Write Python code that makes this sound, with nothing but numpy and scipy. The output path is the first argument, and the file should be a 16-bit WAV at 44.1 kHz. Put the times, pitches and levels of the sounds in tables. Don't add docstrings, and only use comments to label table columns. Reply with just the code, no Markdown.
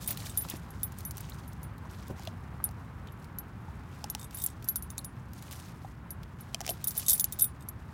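import sys
import numpy as np
from scipy import signal
from scipy.fft import rfft, irfft, next_fast_len
from scipy.io import wavfile
from scipy.ndimage import map_coordinates

SR = 44100
rng = np.random.default_rng(int(sys.argv[2]) if len(sys.argv) > 2 else 0)


def store_wav(level_fs):
    pcm = np.round(np.clip(np.atleast_2d(level_fs), -1, 1) * 32767)
    wavfile.write(sys.argv[1], SR, pcm.T.astype(np.int16))


N = 349713
AGE = np.arange(SR // 8) / SR
BAND_LIMIT_HZ = 15950

# (time [s], level [dB])
RUMBLE_LEVEL = [(0, -43.5), (2.7, -43.5), (3.6, -44.5), (7.93, -45.5)]
# (frequency [Hz], gain [dB])
RUMBLE_COLOUR = [(20, -56), (31, -31), (42, -13.5), (60, -1), (88, -0.5), (125, -2), (170, -5.5),
                 (250, -12.5), (400, -23), (700, -41.5), (1500, -70)]
# (time [s], level [dB])
RUSH_LEVEL = [(0, -55.5), (3.7, -55), (4.3, -56.5), (7.93, -57)]
# (frequency [Hz], gain [dB])
RUSH_COLOUR = [(150, -10), (350, -1.5), (500, -3.5), (680, -3), (820, 0.5), (1050, 1), (1600, -3.5),
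               (2500, -13), (3300, -19.5), (6000, -32)]

# (time [s], soil level [dB])
STIR = [(0, -67), (1.4, -68.5), (1.7, -72), (2.5, -72), (3.0, -73), (3.4, -78.5), (3.65, -71), (4.7, -69),
        (5.25, -75), (5.8, -69), (6.05, -80), (6.3, -73.5), (7.3, -67), (7.6, -75.5), (7.93, -70.5)]
# (start [s], length [s], soil scrape level [dB], dry grass against the soil [dB])
STROKES = [(0, .025, -54.5, -0.5), (0.068, 0.04, -45.5, -10.5), (0.168, .1, -51, -6),
           (.3, 0.25, -56.5, -6.5), (0.486, 0.025, -50.5, -4.5), (0.725, 0.14, -67, -11),
           (0.965, 0.05, -61.5, -5), (1.143, 0.16, -59.5, -16), (1.31, .13, -64.5, -7.5),
           (1.883, 0.21, -60, -20), (2.154, 0.12, -59.5, -29), (3.182, .05, -72, -1),
           (3.899, 0.3, -67, -12), (4.308, .19, -61, -7), (4.62, 0.13, -71, -11), (5.343, .34, -60.5, -7.5),
           (5.502, 0.051, -53, -2), (5.81, 0.077, -66.5, -4.5), (6.383, 0.56, -67, -10),
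           (6.631, 0.062, -52.5, -18), (6.73, .2, -63, -15), (6.937, 0.09, -51, -0.5),
           (7.07, 0.081, -53, -1), (7.25, 0.23, -65.5, -17)]
# (frequency [Hz], gain [dB])
SOIL_COLOUR = [(200, -10), (700, 2), (1800, -13), (3200, -3.5), (5500, -4.5), (8000, -9), (12000, -15)]
# (frequency [Hz], gain [dB])
GRASS_COLOUR = [(2000, -38), (5000, -2.5), (8000, -1), (12000, -0.5), (15500, -6.5)]
STIR_GRASS_DB = -10
CLUMP_DB = 2.1
STROKE_ATTACK_S, STROKE_RELEASE_S = 0.018, 0.038

# (time [s], level [dB])
THUDS = [(0.111, -45), (.452, -43), (.535, -37.5), (2.096, -36.5), (2.107, -35), (6.705, -40)]
# (frequency [Hz], gain [dB])
THUD_COLOUR = [(40, -9), (120, 2.0), (300, -4), (600, -6.0), (1100, -18), (4000, -38)]
# (time [s], level [dB], pitch [Hz])
PITCHED_CRACKS = [(.111, -35, 1760), (.12, -48, 2840), (0.26, -37, 3460), (0.45, -34.5, 1060),
                  (0.512, -35.5, 3350), (.52, -39, 2070), (1.051, -37.5, 6100), (1.321, -41, 4000),
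                  (1.856, -39, 990), (2.273, -30, 3400), (2.602, -37, 1050), (3.086, -45, 3350),
                  (4.76, -38, 1510), (4.981, -45.5, 2400), (4.99, -34.5, 4300), (6.546, -25.5, 2950),
                  (6.691, -27, 2870), (7.243, -37, 2430)]
# (time [s], peak level [dB], lower band against the treble [dB])
STALKS = [(.1732, -27.5, -7.5), (0.2593, -34, -15), (0.4863, -31, -8), (.4992, -19.5, -23.5),
          (.9212, -38, -17), (0.9864, -31, -28), (1.0066, -32.5, -22), (1.1096, -21.5, -25),
          (1.1703, -27, -24), (1.18, -25.5, -20), (1.2068, -28.5, -31.5), (1.297, -33.5, -22),
          (1.5311, -36.5, -20), (1.781, -40, -13.5), (2.0809, -38.5, -18), (2.2344, -39, -11),
          (2.252, -37.5, -10), (2.7112, -41, -18), (3.0728, -41.5, -1), (3.244, -43.5, -10),
          (4.309, -39, -8), (4.625, -36.5, -6), (5.334, -36, -15.5), (5.4243, -35, -15),
          (5.511, -31.5, -12), (5.526, -30, -20), (6.232, -40.5, -3), (6.9695, -25.5, -24.5)]

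# (time [s], crack level [dB], hollow knock level [dB], mouth resonance [Hz])
BITES = [(.540, -42.5, -61, 490), (2.196, -40.5, -39, 800), (2.274, -36.5, -29.5, 640),
         (2.690, -39.5, -42.5, 758), (3.682, -66, -38, 880), (4.042, -24.5, -30.5, 827),
         (4.15, -19, -33, 840), (5.847, -57.5, -33.5, 780), (6.5456, -17.5, -35, 673),
         (6.606, -24, -32.5, 770), (6.6133, -24, -34, 714), (6.665, -20.5, -42, 770),
         (6.678, -22, -36, 740), (6.692, -17, -25.5, 672), (6.706, -25, -33, 730)]
# (frequency [Hz], gain [dB])
CRACK_COLOUR = [(300, -20), (1000, -6), (2000, -2.0), (2800, -6.5), (5500, 7.5),
                (8000, 1.5), (11000, -6.0), (16000, -4.5)]

# (time [s], ring level [dB], tick level [dB], spot [0 face to 1 rim],
# decay t60 [s], share of the upper twin [0-1])
CLINKS = [(.076, -28.5, -45.5, .75, 0.1, 0.3), (.107, -28, -30.5, 0.85, 0.062, 0.3),
          (0.374, -26.5, -35, 0.67, 0.13, 0.4), (0.421, -30, -54, .05, 0.051, .5),
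          (0.567, -52, -44, .55, .06, .1), (.705, -50.5, -48, .4, .07, .6),
          (.832, -29, -35, 0.68, .1, 0.97), (1.051, -35.5, -48, 0.28, 0.12, .1),
          (1.478, -52.5, -49.5, .65, 0.1, .7), (1.631, -47.5, -46, 0.68, 0.099, 0.4),
          (1.91, -63, -52, .42, 0.28, .9), (2.641, -23, -36, 0.41, 0.065, 0.14),
          (2.652, -40, -45, .45, 0.11, 0), (3.122, -51, -58, .1, .05, .3),
          (3.386, -32, -39, .02, 0.061, .4), (4.1, -29.5, -31.5, 0.2, 0.048, 0.8),
          (4.346, -38, -41, 0.46, .09, .9), (4.371, -42, -39, 0.89, .25, .1),
          (4.42, -34, -35, 1, 0.065, 0.4), (4.439, -26, -33, .78, 0.066, 0.9),
          (4.4624, -17.5, -28.5, 0.24, 0.012, .7), (4.644, -47, -40.5, 0.9, 0.079, .2),
          (4.677, -49, -52, .45, 0.086, .7), (4.687, -21.5, -28.5, .03, 0.072, .7),
          (4.758, -27, -29.5, 0.55, 0.076, 0.4), (4.824, -42.5, -43.5, 0.62, 0.1, 0.6),
          (4.903, -48.5, -35.5, 1, 0.075, .7), (4.98, -46.5, -27.5, 0.68, 0.099, .75),
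          (5.046, -41.5, -34.5, .45, 0.11, .3), (6.106, -36, -40.5, 0.18, 0.074, .1),
          (6.408, -47.5, -56, 0.52, 0.064, .9), (6.697, -31, -30, 0.32, .1, 0.7),
          (6.842, -27.5, -30, 0.87, 0.055, .6), (6.872, -25.5, -37, 0.71, 0.084, .85),
          (6.882, -35, -30.5, .6, .056, 0.6), (6.908, -44, -30.5, 0.85, 0.14, .1),
          (6.977, -26, -34.5, 0.73, 0.083, .9), (7.083, -23.5, -17, .5, 0.11, .9),
          (7.096, -20, -19.5, 0.65, .078, .6), (7.107, -25.5, -22.5, 0.34, .08, 0),
          (7.119, -20.5, -31.5, .03, .075, .1), (7.131, -21, -25.5, 0.75, 0.09, .05),
          (7.178, -38, -34, 0.35, 0.12, .2), (7.197, -21, -20, 0.79, .06, 0.9),
          (7.208, -27.5, -28.5, 0.69, 0.081, 1), (7.2425, -20.5, -21, 0.13, .028, 0),
          (7.3238, -33, -32, 0.89, .07, .9), (7.389, -33, -44.5, 1, 0.13, .4),
          (7.3965, -33, -25.5, .35, .083, .7), (7.409, -29.5, -39, .4, 0.095, .05),
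          (7.42, -16, -39.5, 0.3, 0.077, .06), (7.442, -23, -29, 0.76, 0.084, 0),
          (7.687, -30.5, -38, 0.13, 0.035, .3)]
# (start [s], length [s], tick level [dB])
RATTLES = [(0.045, .04, -41), (.296, .012, -40), (4.195, .055, -44.5), (4.386, .05, -40), (4.486, .02, -49),
           (7.064, .012, -29.5), (7.09, .055, -26), (7.328, .01, -42.5), (7.394, .02, -33.5),
           (7.608, .02, -52)]
# (frequency [Hz], level [dB], t60 as a share of the contact's [ratio])
BODY_MODES = [(3220, -22, 0.8), (3666, -4, 0.61), (8050, 1, 0.35), (8140, 0.5, 0.68)]
TWIN_MODES = [(9751, 0, 1.2), (9950, 0, 1.1)]
MAIN_MODES = [(11672, 0, 1), (11740, -12, .5)]
TOP_MODES = [(14692, -1, .9), (14933, -11, .8)]
# (spot [0 face to 1 rim], body level [dB], twins level [dB], main level [dB], top level [dB])
SPOT_MIX = [(0, -30, -13.5, 2, -31), (.33, -22.5, -1, 0.5, -16), (.67, -16, 0.5, 2, -1.5),
            (1, -7, -7.5, -13.5, 2.5)]
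# (frequency [Hz], level [dB], decay t60 [s])
SWIVEL_MODES = [(5700, -11.5, 0.036), (6440, -10.5, .04), (6800, -10, .04), (7540, -4.5, 0.033),
                (10300, -3, 0.054), (10600, -5, 0.064), (10500, -11.5, .05), (11400, -4, .04)]
# (frequency [Hz], gain [dB])
TICK_COLOUR = [(300, -34.5), (1500, -15), (3000, -11), (4200, 1), (6500, 7), (9000, -0.5), (11000, -11),
               (13000, 3), (16000, 0.5)]
SPOT_SCATTER_DB = 0.46
CLINK_BODY_DB = -18.5
RATTLE_GAP_S = 0.014
RATTLE_BODY_DB, RATTLE_TAG_DB = -7, -15
RATTLE_T60_S, RATTLE_SPOT = 0.095, 0.65
SETTLE_S = 0.08


def amp(db):
    return 10 ** (np.asarray(db) / 20)


def unit(x):
    return x / np.sqrt(np.mean(x ** 2) + 1e-20)


def curve(rows):
    s, values = np.transpose(rows)
    return np.interp(np.arange(N) / SR, s, values)


def wobble(rate):
    knots = rng.standard_normal(int(N * rate / SR) + 4)
    return map_coordinates(knots, [np.arange(N) * rate / SR])


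def coloured(x, points):
    size = 2 * next_fast_len(len(x))
    hz, db = np.transpose(points)
    gain_db = np.interp(np.log(np.fft.rfftfreq(size, 1 / SR) + 1), np.log(hz), db)
    cepstrum = irfft(np.log(amp(gain_db)))
    cepstrum[1:size // 2] *= 2
    cepstrum[size // 2 + 1:] = 0
    return irfft(rfft(x, size) * np.exp(rfft(cepstrum)))[:len(x)]


def add(track, s, sound):
    part = track[max(round(s * SR), 0):][:len(sound)]
    part += sound[:len(part)]


def fade(t60):
    return amp(-60 * AGE / max(t60, 1e-4))


def burst(t60):
    return rng.standard_normal(len(AGE)) * fade(t60)


def ring(hz, t60):
    return np.sin(2 * np.pi * (hz * AGE + rng.random())) * fade(t60)


def surroundings(rush_trim_db=1):
    rumble = unit(coloured(rng.standard_normal(N), RUMBLE_COLOUR))
    rush = unit(coloured(rng.standard_normal(N), RUSH_COLOUR))
    rush_db = curve(RUSH_LEVEL) + rush_trim_db + 0.67 * wobble(30)
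    return amp(curve(RUMBLE_LEVEL)) * rumble + amp(rush_db) * rush


def effort():
    stir_db = curve(STIR)
    soil_power = amp(stir_db) ** 2
    grass_power = amp(stir_db + STIR_GRASS_DB) ** 2
    t = np.arange(SR) / SR
    for s, length, db, grass_db in STROKES:
        attack = np.minimum(t / STROKE_ATTACK_S, 1)
        shape = attack * np.exp(-np.maximum(t - length, 0) / STROKE_RELEASE_S)
        add(soil_power, s, (amp(db) * shape) ** 2)
        add(grass_power, s, (amp(db + grass_db) * shape) ** 2)
    return np.sqrt(soil_power), np.sqrt(grass_power)


def crackle(rate, spread_db, smooth):
    sizes = amp(spread_db * np.minimum(rng.exponential(size=N), 4))
    fractures = (rng.random(N) < rate / SR) * sizes
    envelope = signal.fftconvolve(fractures, fade(0.0022))[:N]
    grains = unit(envelope * rng.standard_normal(N))
    return unit(grains + smooth * rng.standard_normal(N))


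def grit(count=2600, centre_hz=4800, spread_db=3, cycles=16):
    place = rng.random(count)
    pitch = rng.standard_normal(count)
    size = rng.exponential(size=count)
    hz = np.clip(centre_hz * np.exp(0.6 * pitch), 1000, 14000)[:, None]
    t = AGE[:SR // 50]
    level_db = spread_db * np.minimum(size, 2)[:, None] - 60 * t * hz / cycles
    grains = amp(level_db) * np.sin(2 * np.pi * hz * t)
    where = (place * N).astype(int)[:, None] + np.arange(len(t))
    return unit(np.bincount(where.ravel(), grains.ravel(), N)[:N])


def digging(soil_db=-1, grass_db=5, grit_db=-4, crumbs_db=-6):
    scrape, rustle = effort()
    clumps = amp(CLUMP_DB * wobble(80))
    soil = unit(coloured(crackle(rate=850, spread_db=0.5, smooth=1.0), SOIL_COLOUR))
    grass = unit(coloured(crackle(rate=310, spread_db=2.5, smooth=0.89), GRASS_COLOUR))
    crumbs = grit(count=900, centre_hz=4530, spread_db=4.5, cycles=9)
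    ground = amp(soil_db) * soil + amp(grit_db) * grit() + amp(crumbs_db) * crumbs
    return clumps * (scrape * ground + rustle * amp(grass_db) * grass)


def thuds(trim_db=19.5):
    out = np.zeros(N)
    for s, db in THUDS:
        add(out, s, amp(db + trim_db) * burst(0.082) * (1 - fade(0.017)))
    return coloured(out, THUD_COLOUR)


def pitched_crack(hz, t60):
    return sum(ring(hz * np.exp(0.12 * rng.standard_normal()), t60) for _ in range(4)) / 2


def pitched_cracks(trim_db=1, t60=0.016):
    out = np.zeros(N)
    for s, db, hz in PITCHED_CRACKS:
        add(out, s, amp(db + trim_db) * pitched_crack(hz, t60) * (1 - fade(0.00099)))
    return out


def stalks():
    out = np.zeros(N)
    for s, peak_db, low_db in STALKS:
        colour = [(500, -26.0), (2000, low_db + 0.5), (4000, low_db + 7), (8000, -8.5), (15000, -6.5)]
        snap = coloured(burst(0.0082) + amp(0.5) * burst(0.028), colour)
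        add(out, s, amp(peak_db) * snap / np.abs(snap).max())
    return out


def bites(crumble_db=-13, knock_db=2, wood_db=-12):
    cracks, knocks = np.zeros(N), np.zeros(N)
    for s, db, hollow_db, mouth_hz in BITES:
        fibres = np.abs(np.sin(2 * np.pi * rng.uniform(70, 109) * AGE)) ** 3
        crumble = burst(0.028) * fibres
        add(cracks, s, amp(db) * (burst(0.0034) + amp(crumble_db) * crumble))
        mouth = ring(mouth_hz, 0.031) + amp(-5.0) * ring(mouth_hz * 0.87, 0.0094)
        add(knocks, s, amp(hollow_db + knock_db) * mouth * (1 - fade(0.0076)))
        add(knocks, s, amp(db + wood_db) * pitched_crack(2960, 0.0073))
    return knocks + coloured(cracks, CRACK_COLOUR)


def contacts():
    rows = []
    for s, ring_db, tick_db, spot, t60, upper in CLINKS:
        rows.append((s, tick_db + CLINK_BODY_DB, ring_db, tick_db, spot, t60, upper))
    for start, length, db in RATTLES:
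        gaps = RATTLE_GAP_S * rng.uniform(0.5, 1.5, size=12)
        delays = np.cumsum(gaps) - gaps[0]
        ticks_db = db + 2 * rng.standard_normal(len(gaps))
        for delay, tick_db, upper in zip(delays, ticks_db, rng.random(len(gaps))):
            if delay < length:
                rows.append((start + delay, tick_db + RATTLE_BODY_DB, tick_db + RATTLE_TAG_DB,
                             tick_db, RATTLE_SPOT, RATTLE_T60_S, upper))
    return rows


def mode_mix(spot, ring_db, jolt_db, upper):
    spots, *levels = np.transpose(SPOT_MIX)
    body_db, twin_db, main_db, top_db = [ring_db + np.interp(spot, spots, level) for level in levels]
    upper = np.clip(upper, 0.03, 0.97)
    return [(BODY_MODES, max(body_db, jolt_db)),
            (TWIN_MODES[:1], twin_db + 10 * np.log10(1 - upper)),
            (TWIN_MODES[1:], twin_db + 10 * np.log10(upper)),
            (MAIN_MODES, main_db), (TOP_MODES, top_db)]


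def hardware(ring_trim_db=1.0, pressed_db=-4, tick_trim_db=-2, swivel_db=-13, chatter_db=-9):
    rings, ticks = np.zeros(N), np.zeros(N)
    choke = np.exp(-(AGE / SETTLE_S) ** 3)
    for s, jolt_db, ring_db, tick_db, spot, t60, upper in contacts():
        for modes, family_db in mode_mix(spot, ring_db, jolt_db, upper):
            family_db = family_db + SPOT_SCATTER_DB * rng.standard_normal()
            for hz, mode_db, life in modes:
                free_hz = hz * (1 + 0.00066 * rng.standard_normal())
                free = choke * ring(free_hz, t60 * life * rng.uniform(0.58, 1.24))
                pressed = ring(hz * (1 + 0.018 * rng.standard_normal()), 0.02)
                tone = (free + amp(pressed_db) * pressed) * (1 - fade(0.0013))
                add(rings, s, amp(family_db + mode_db + ring_trim_db) * tone)
        for hz, mode_db, life_s in SWIVEL_MODES:
            clank_db = tick_db + swivel_db + mode_db + 5.6 * rng.standard_normal()
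            add(rings, s, amp(clank_db) * ring(hz * (1 + 0.0033 * rng.standard_normal()), life_s))
        add(ticks, s, amp(tick_db + tick_trim_db) * (burst(0.012) + amp(-9.5) * burst(0.014)))
        swell = burst(0.016) * (1 - fade(0.0089))
        add(ticks, s - rng.uniform(0.0025, 0.0088), amp(tick_db - 18.5) * swell)
        for delay in np.cumsum(rng.uniform(0.0015, 0.006, size=3)):
            graze_db = tick_db + chatter_db - 400 * delay + 3 * rng.standard_normal()
            add(ticks, s + delay, amp(graze_db) * burst(0.004))
    return rings + coloured(ticks, TICK_COLOUR)


def scene():
    return (surroundings() + digging() + thuds() + pitched_cracks() + stalks() + bites() + hardware())[None]


def record(dry):
    size = next_fast_len(N + SR // 2)
    keep = np.fft.rfftfreq(size, 1 / SR) < BAND_LIMIT_HZ
    return irfft(rfft(dry, size) * keep, size)[..., :N]


dry = scene()
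out = record(dry)
store_wav(out)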